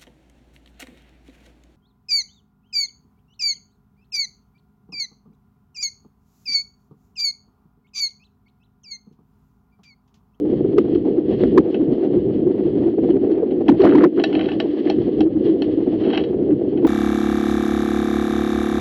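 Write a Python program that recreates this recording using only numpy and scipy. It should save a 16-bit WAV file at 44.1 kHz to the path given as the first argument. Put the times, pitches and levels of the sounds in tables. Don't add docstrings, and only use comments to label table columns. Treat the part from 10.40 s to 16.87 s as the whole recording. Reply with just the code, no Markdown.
import sys
import numpy as np
from scipy import signal
from scipy.fft import rfft, irfft, next_fast_len
from scipy.io import wavfile
from scipy.ndimage import uniform_filter1d

SR = 44100
rng = np.random.default_rng(int(sys.argv[2]) if len(sys.argv) > 2 else 0)


def pcm_store(signal):
    levels = np.round(np.clip(np.atleast_2d(signal), -1, 1) * 32767)
    wavfile.write(sys.argv[1], SR, levels.astype(np.int16).T)


N = 285327
TIME = np.arange(N) / SR
GUST_ONSET_DB = -16
CLUMPS_HZ = 40

# time in seconds, relative boom level in dB.
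WIND_STRENGTH = [(0, -18.5), (.72, -18), (.92, -20), (1.08, -17.5), (2.4, -19), (3.0, -16.5), (3.37, -19),
                 (3.44, -13), (3.66, -13), (3.72, -26), (3.78, -13), (3.89, -22), (3.97, -17.5),
                 (4.2, -20.5), (4.7, -18.5), (5.35, -18), (5.95, -19.5), (6.47, -18)]
# frequency in Hz, relative level in dB.
BOOM_TONE = [(150, -25.5), (208, -9.5), (245, -7.5), (295, -3), (340, 0.5), (395, -2.5), (445, -10),
             (480, -8), (545, -19.5), (700, -32), (1000, -53)]
# pitch in Hz, width in Hz, relative level in dB.
HOLLOW_NOTES = [(300, 25, -1), (322, 12, -5), (388.9, 28, -11.5)]
# time in seconds, relative level in dB.
HOLLOW_LEVEL = [(0, -5), (1.5, -16), (3.2, -10), (3.7, -1), (5.2, -3.5), (5.9, -9), (6.47, -2)]
# frequency in Hz, relative level in dB.
SMALL_EDDY_TONE = [(350, -18), (600, 5.5), (750, 1), (1000, -15.5), (1400, -21), (2200, -24), (4000, -38.5),
                   (8000, -61.5)]
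# time in seconds, relative level in dB.
SMALL_EDDY_LEVEL = [(0.0, -43), (0.79, -39.5), (0.88, -41.5), (1.62, -38.5), (1.96, -43.5), (2.72, -39),
                    (2.88, -34), (3.35, -38.5), (3.48, -31.5), (3.58, -47), (3.86, -49), (3.98, -35.5),
                    (4.14, -42), (4.59, -41), (4.96, -48), (5.75, -37), (6.04, -43), (6.47, -40)]


def wind(boom_db, fine_db, lump_db, flutter_db):
    strength = curve(WIND_STRENGTH)
    gust = gustiness()
    eddies = np.minimum(drift(hz=21), 1.7)
    sway_db = 1.68 * drift(hz=8.2) * (1 - gust)
    hollow = from_db(curve(HOLLOW_LEVEL)) * rms_one(resonate(noise(BOOM_TONE), HOLLOW_NOTES))
    boom = steady(noise(BOOM_TONE) * from_db(lump_db * eddies) + hollow, span_s=.07)
    held_boom = from_db(1) * steady(boom, span_s=0.0095)
    boom = (1 - gust) * boom + gust * held_boom
    rush = steady(noise(SMALL_EDDY_TONE) * from_db(flutter_db * eddies), span_s=0.36)
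    gust_lift_db = 4.1 * np.maximum(strength - GUST_ONSET_DB, 0)
    rush_db = curve(SMALL_EDDY_LEVEL) + gust_lift_db + fine_db
    return from_db(sway_db) * (from_db(strength + boom_db) * boom + from_db(rush_db) * rush)


def gustiness():
    strength = curve(WIND_STRENGTH)
    return np.clip((strength - GUST_ONSET_DB) / (strength.max() - GUST_ONSET_DB), 0, 1)


# middle in seconds, relative peak in dB, length in seconds,
# pitch in Hz.
BIG_EDDIES = [(0.249, -7.5, 0.0085, 342.7), (.385, .5, 0.0088, 396.7), (0.559, -4.5, 0.0088, 345),
              (0.786, -6.5, .014, 340), (1.037, -1.5, 0.0034, 377), (1.181, 5.5, 0.0098, 356),
              (1.414, -8, 0.015, 307), (1.528, -5.5, 0.0068, 302), (1.772, -7, .018, 342),
              (2.075, -5.5, 0.014, 376), (2.258, -8, 0.016, 343.6), (2.465, -7.5, 0.013, 335),
              (2.707, -4.5, 0.0076, 329), (2.743, -4, 0.0052, 326.6), (2.927, -8.5, 0.015, 320),
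              (3.034, -10, 0.021, 442.4), (3.294, 3.5, 0.014, 309.4), (3.321, -2, 0.012, 318),
              (3.407, -3, 0.02, 408), (3.453, 3.5, 0.0037, 366.4), (3.497, -3.5, 0.01, 308),
              (3.556, 2, 0.0077, 302), (3.586, -3, 0.014, 295), (3.641, 4, 0.0059, 344),
              (3.784, -4, 0.0084, 348), (4.587, -6, 0.0073, 355.8), (4.814, -4.5, 0.015, 320.8),
              (4.868, -9, 0.033, 322), (4.971, -9.5, 0.026, 312.7), (5.103, -7, .019, 328),
              (6.128, -6.5, 0.023, 309), (6.451, 0, 0.0089, 300)]


def buffet(flow, wander, rough, thump_db):
    gust = gustiness()
    stir_db = sum(0.99 * max(db + 4.5, 0) * swell(s + 0.0052, length_s=0.041) for s, db, *_ in BIG_EDDIES)
    calm_db = -1.5 * np.max([swell(s + 0.059, length_s=0.046) for s, *_ in BIG_EDDIES], axis=0)
    flow = flow * from_db((stir_db + calm_db) * (1.5 - gust))
    ceiling = from_db(-5.5 + 2 * gust)
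    flow = flow / (1 + (envelope(flow) / ceiling) ** 6) ** (1 / 6)
    uneven_time = np.cumsum(1 + wander * drift(hz=90)) / SR
    uneven_force = 1 + rough * drift(hz=220)
    for s, db, length_s, hz in BIG_EDDIES:
        bell = swell(s, length_s)
        thump = from_db(db + thump_db) * uneven_force * np.sin(2 * np.pi * hz * uneven_time)
        flow = flow * (1 - .85 * bell) + bell * thump
    return flow


def overload_crackle(air, onset, gust_push, crackle_db):
    grit = noise([(550, -3), (900, 2), (1400, 0), (1900, 1.5), (2600, -12.5), (4000, -26), (7000, -55)])
    excess = np.clip(envelope(air) - onset + gust_push * gustiness() ** 2, 0, .25)
    return from_db(crackle_db) * excess * np.abs(air) * grit


# middle in seconds, relative level in dB, length in seconds.
WAVES = [(0.144, -55, 0.11), (0.553, -57, 0.42), (1.009, -48, 0.25), (1.33, -57, 0.1), (1.677, -56.5, 0.7),
         (2.33, -56.5, 0.28), (2.65, -55.5, 0.099), (3.5, -41.5, 0.19), (3.799, -37.5, 0.042),
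         (4.002, -41.5, 0.27), (4.51, -48, 0.45), (5.077, -46, 0.07), (5.329, -54.5, 0.57),
         (5.663, -43.5, 0.16), (5.744, -32.5, 0.1), (6.3, -64, .16)]
# frequency in Hz, relative level in dB.
SEA_TONE = [(600, -10), (1150, 0.5), (1400, -13), (1650, -2.5), (2000, -2), (2350, -9), (2900, -0.5),
            (3280, -0.5), (3600, -9.5), (4300, -9.5), (5000, -20), (5600, -25.5), (6300, -33), (12000, -51)]
# pitch in Hz, width in Hz, relative level in dB.
SLOSH_NOTES = [(700, 160, -4), (935, 150, 1.5), (1290, 210, -4), (1480, 110, -4.5), (1960, 240, -8.5)]


def bow_wave(foam_db, hiss_db, patter_db, slosh_db, surge_db, clump_db, reach_db):
    wave_power = sum((from_db(db) * swell(s, length_s)) ** 2 for s, db, length_s in WAVES)
    level_db = 10 * np.log10(from_db(foam_db) ** 2 + wave_power)
    landing = 1 / (1 + from_db(5.3 * (reach_db - level_db)))
    hiss = from_db(hiss_db) * noise(SEA_TONE) * from_db(surge_db * drift(hz=11))
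    taps = case_wall(droplets(per_s=850, spread_db=4.5), damp_hz=3800)
    patter = from_db(patter_db) * steady(taps, span_s=0.19)
    slaps = low_pass(resonate(droplets(per_s=1400, spread_db=4), SLOSH_NOTES), hz=2600, order=4)
    slosh = from_db(slosh_db) * landing * steady(slaps, span_s=0.09)
    spray = from_db(clump_db * drift(CLUMPS_HZ)) * (patter + slosh)
    return from_db(level_db) * (np.sqrt(1 - landing) * hiss + np.sqrt(landing) * spray)


# start in seconds, relative peak in dB, treble cutoff in Hz.
DROPS = [(.378, -32, 6370), (0.548, -37, 4940), (1.038, -29.5, 1500), (1.176, -33, 7050),
         (1.343, -25.5, 3200), (2.702, -34, 4000), (2.913, -34.5, 5000), (3.107, -36.5, 3530),
         (3.282, -14.5, 4100), (3.417, -20, 4970), (3.447, -25, 4000), (3.55, -27.5, 4050),
         (3.797, -18.5, 3000), (3.8381, -9.5, 5200), (3.927, -25, 3000), (3.951, -15.5, 3000),
         (3.992, -21.5, 3000), (4.01, -19, 3200), (4.086, -20.5, 3250), (4.116, -22.5, 3000),
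         (4.2006, -15, 5000), (4.471, -27, 2070), (4.499, -14.5, 5340), (4.806, -18, 5400),
         (5.22, -18.5, 4740), (5.746, -30, 3800), (5.775, -15, 3740), (5.837, -29.5, 4020),
         (6.106, -33.5, 2000), (6.373, -35.5, 2990)]


def single_drops(splat_s, trickle_s, trickle_db, impact_db, crack_db, drop_db):
    out, age = np.zeros(N + SR), TIME[:SR // 10]
    for s, db, bright_hz in DROPS:
        burst, fragments = rng.standard_normal((2, len(age)))
        hardness = from_db(.5 * (db + 18.5))
        splat = hardness * (burst * np.exp(-age / splat_s) + from_db(impact_db) * (age == 0))
        trickle = from_db(trickle_db) * fragments * np.exp(-age / trickle_s)
        crack = from_db(crack_db) * low_pass(splat, bright_hz, order=3)
        tick = case_wall(splat + trickle, bright_hz) + crack
        start = int(s * SR)
        out[start:start + len(age)] += from_db(db + drop_db) * tick / np.abs(tick).max()
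    return out[:N]


# pitch in Hz, width in Hz, relative level in dB.
WALL_NOTES = [(647, 27, 9.5), (786, 62, 6), (1125, 28, -5), (1490, 150, -7), (1773, 37, -1.5),
              (2020, 340, -9.5), (2675, 57, -1.5), (2926, 60, 2), (3213, 130, 0), (3872, 56, -4),
              (4280, 150, -6), (4900, 390, -17.5), (5630, 280, -16)]


def case_wall(force, damp_hz):
    return low_pass(resonate(force, WALL_NOTES), damp_hz, order=4)


# pitch in Hz, width in Hz, relative level in dB.
CRASH_NOTES = [(500, 110, 3.5), (1300, 290, 1.5), (1590, 360, -2), (1940, 300, -6.5)]


def breaking_wave(crash_db, clump_db):
    slaps = low_pass(resonate(droplets(per_s=410, spread_db=6.5), CRASH_NOTES), hz=3000, order=4)
    return from_db(crash_db + clump_db * drift(CLUMPS_HZ)) * gustiness() ** 2 * steady(slaps, span_s=.08)


# frequency in Hz, relative level in dB.
RUMBLE_TONE = [(42, -12), (60, -7), (90, -4), (130, 1.5), (175, 1), (220, 5), (300, -17.5)]
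# time in seconds, relative level in dB.
RUMBLE_LEVEL = [(0.0, -34), (0.45, -33.5), (1.02, -32.5), (1.24, -36), (2.03, -33.5), (2.12, -33.5),
                (2.67, -33), (2.99, -39.5), (3.44, -35), (3.71, -54), (4.05, -37), (4.83, -34), (5.04, -37),
                (5.21, -31.5), (5.78, -37.5), (6.47, -36)]


def air_rumble(rumble_db, lump_db):
    return from_db(curve(RUMBLE_LEVEL) + rumble_db + lump_db * drift(hz=4)) * noise(RUMBLE_TONE)


def far_chop(level_db):
    return from_db(level_db) * noise(SEA_TONE)


def from_db(db):
    return 10 ** (np.asarray(db) / 20)


def rms_one(x):
    return x / np.sqrt(np.mean(x ** 2) + 1e-20)


def steady(x, span_s):
    return x / np.sqrt(uniform_filter1d(x ** 2, max(int(span_s * SR), 2)) + 1e-12)


def envelope(x):
    return np.abs(signal.hilbert(x))


def curve(rows):
    return np.interp(TIME, *np.transpose(rows))


def swell(middle_s, length_s):
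    return 2 ** -np.minimum((2 * (TIME - middle_s) / length_s) ** 2, 60)


def drift(hz):
    return rms_one(low_pass(rng.standard_normal(N + SR), hz, order=2)[SR:])


def noise(tone):
    hz, db = np.transpose(tone)
    size = next_fast_len(N)
    f = np.arange(size // 2 + 1) * SR / size + 1
    ends = np.minimum(1, f / hz[0]) ** 2 * np.minimum(1, hz[-1] / f) ** 4
    gain = from_db(np.interp(np.log(f), np.log(hz), db)) * ends
    return rms_one(irfft(rfft(rng.standard_normal(size)) * gain, size)[:N])


def droplets(per_s, spread_db):
    sizes = from_db(spread_db * np.minimum(rng.exponential(1, N), 4)) * rng.choice([-1, 1], N)
    return rms_one(sizes * (rng.random(N) < per_s / SR))


def low_pass(x, hz, order):
    return signal.sosfilt(signal.butter(order, min(hz, .45 * SR), fs=SR, output="sos"), x)


def resonate(force, notes):
    out = 0
    for k, (hz, width, db) in enumerate(notes):
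        decay = np.exp(-np.pi * width / SR)
        poles = [1, -2 * decay * np.cos(2 * np.pi * hz / SR), decay ** 2]
        ring = (1 - decay ** 2) / 2 * signal.lfilter([1, 0, -1], poles, force + 1e-18)
        out = out + (-1) ** k * from_db(db) * ring
    return out


def scene():
    flow = wind(boom_db=0.26, fine_db=-0.5, lump_db=1.86, flutter_db=5.5)
    air = buffet(flow, wander=0.06, rough=0.11, thump_db=-0.11) + air_rumble(rumble_db=3, lump_db=4.5)
    water = far_chop(level_db=-68.5)
    water += bow_wave(foam_db=-62, hiss_db=1, patter_db=1.7, slosh_db=-6,
                      surge_db=2.65, clump_db=2, reach_db=-45.5)
    water += single_drops(splat_s=0.0025, trickle_s=0.017, trickle_db=-15,
                          impact_db=5, crack_db=-34, drop_db=1)
    water += breaking_wave(crash_db=-31, clump_db=5)
    crackle = overload_crackle(air, onset=0.55, gust_push=.16, crackle_db=-9.5)
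    return (air + crackle + water)[None]


def record(dry):
    knee, room = 0.51, 0.15
    bass_cut_hz, treble_cut_hz = 32, 15700
    excess = np.maximum(np.abs(dry) - knee, 0)
    rounded = np.clip(dry, -knee, knee) + np.sign(dry) * room * np.tanh(excess / room)
    trimmed = signal.sosfilt(signal.butter(2, bass_cut_hz, "high", fs=SR, output="sos"), rounded)
    return signal.sosfilt(signal.cheby2(12, 70, treble_cut_hz, fs=SR, output="sos"), trimmed)


dry = scene()
out = record(dry)
pcm_store(out)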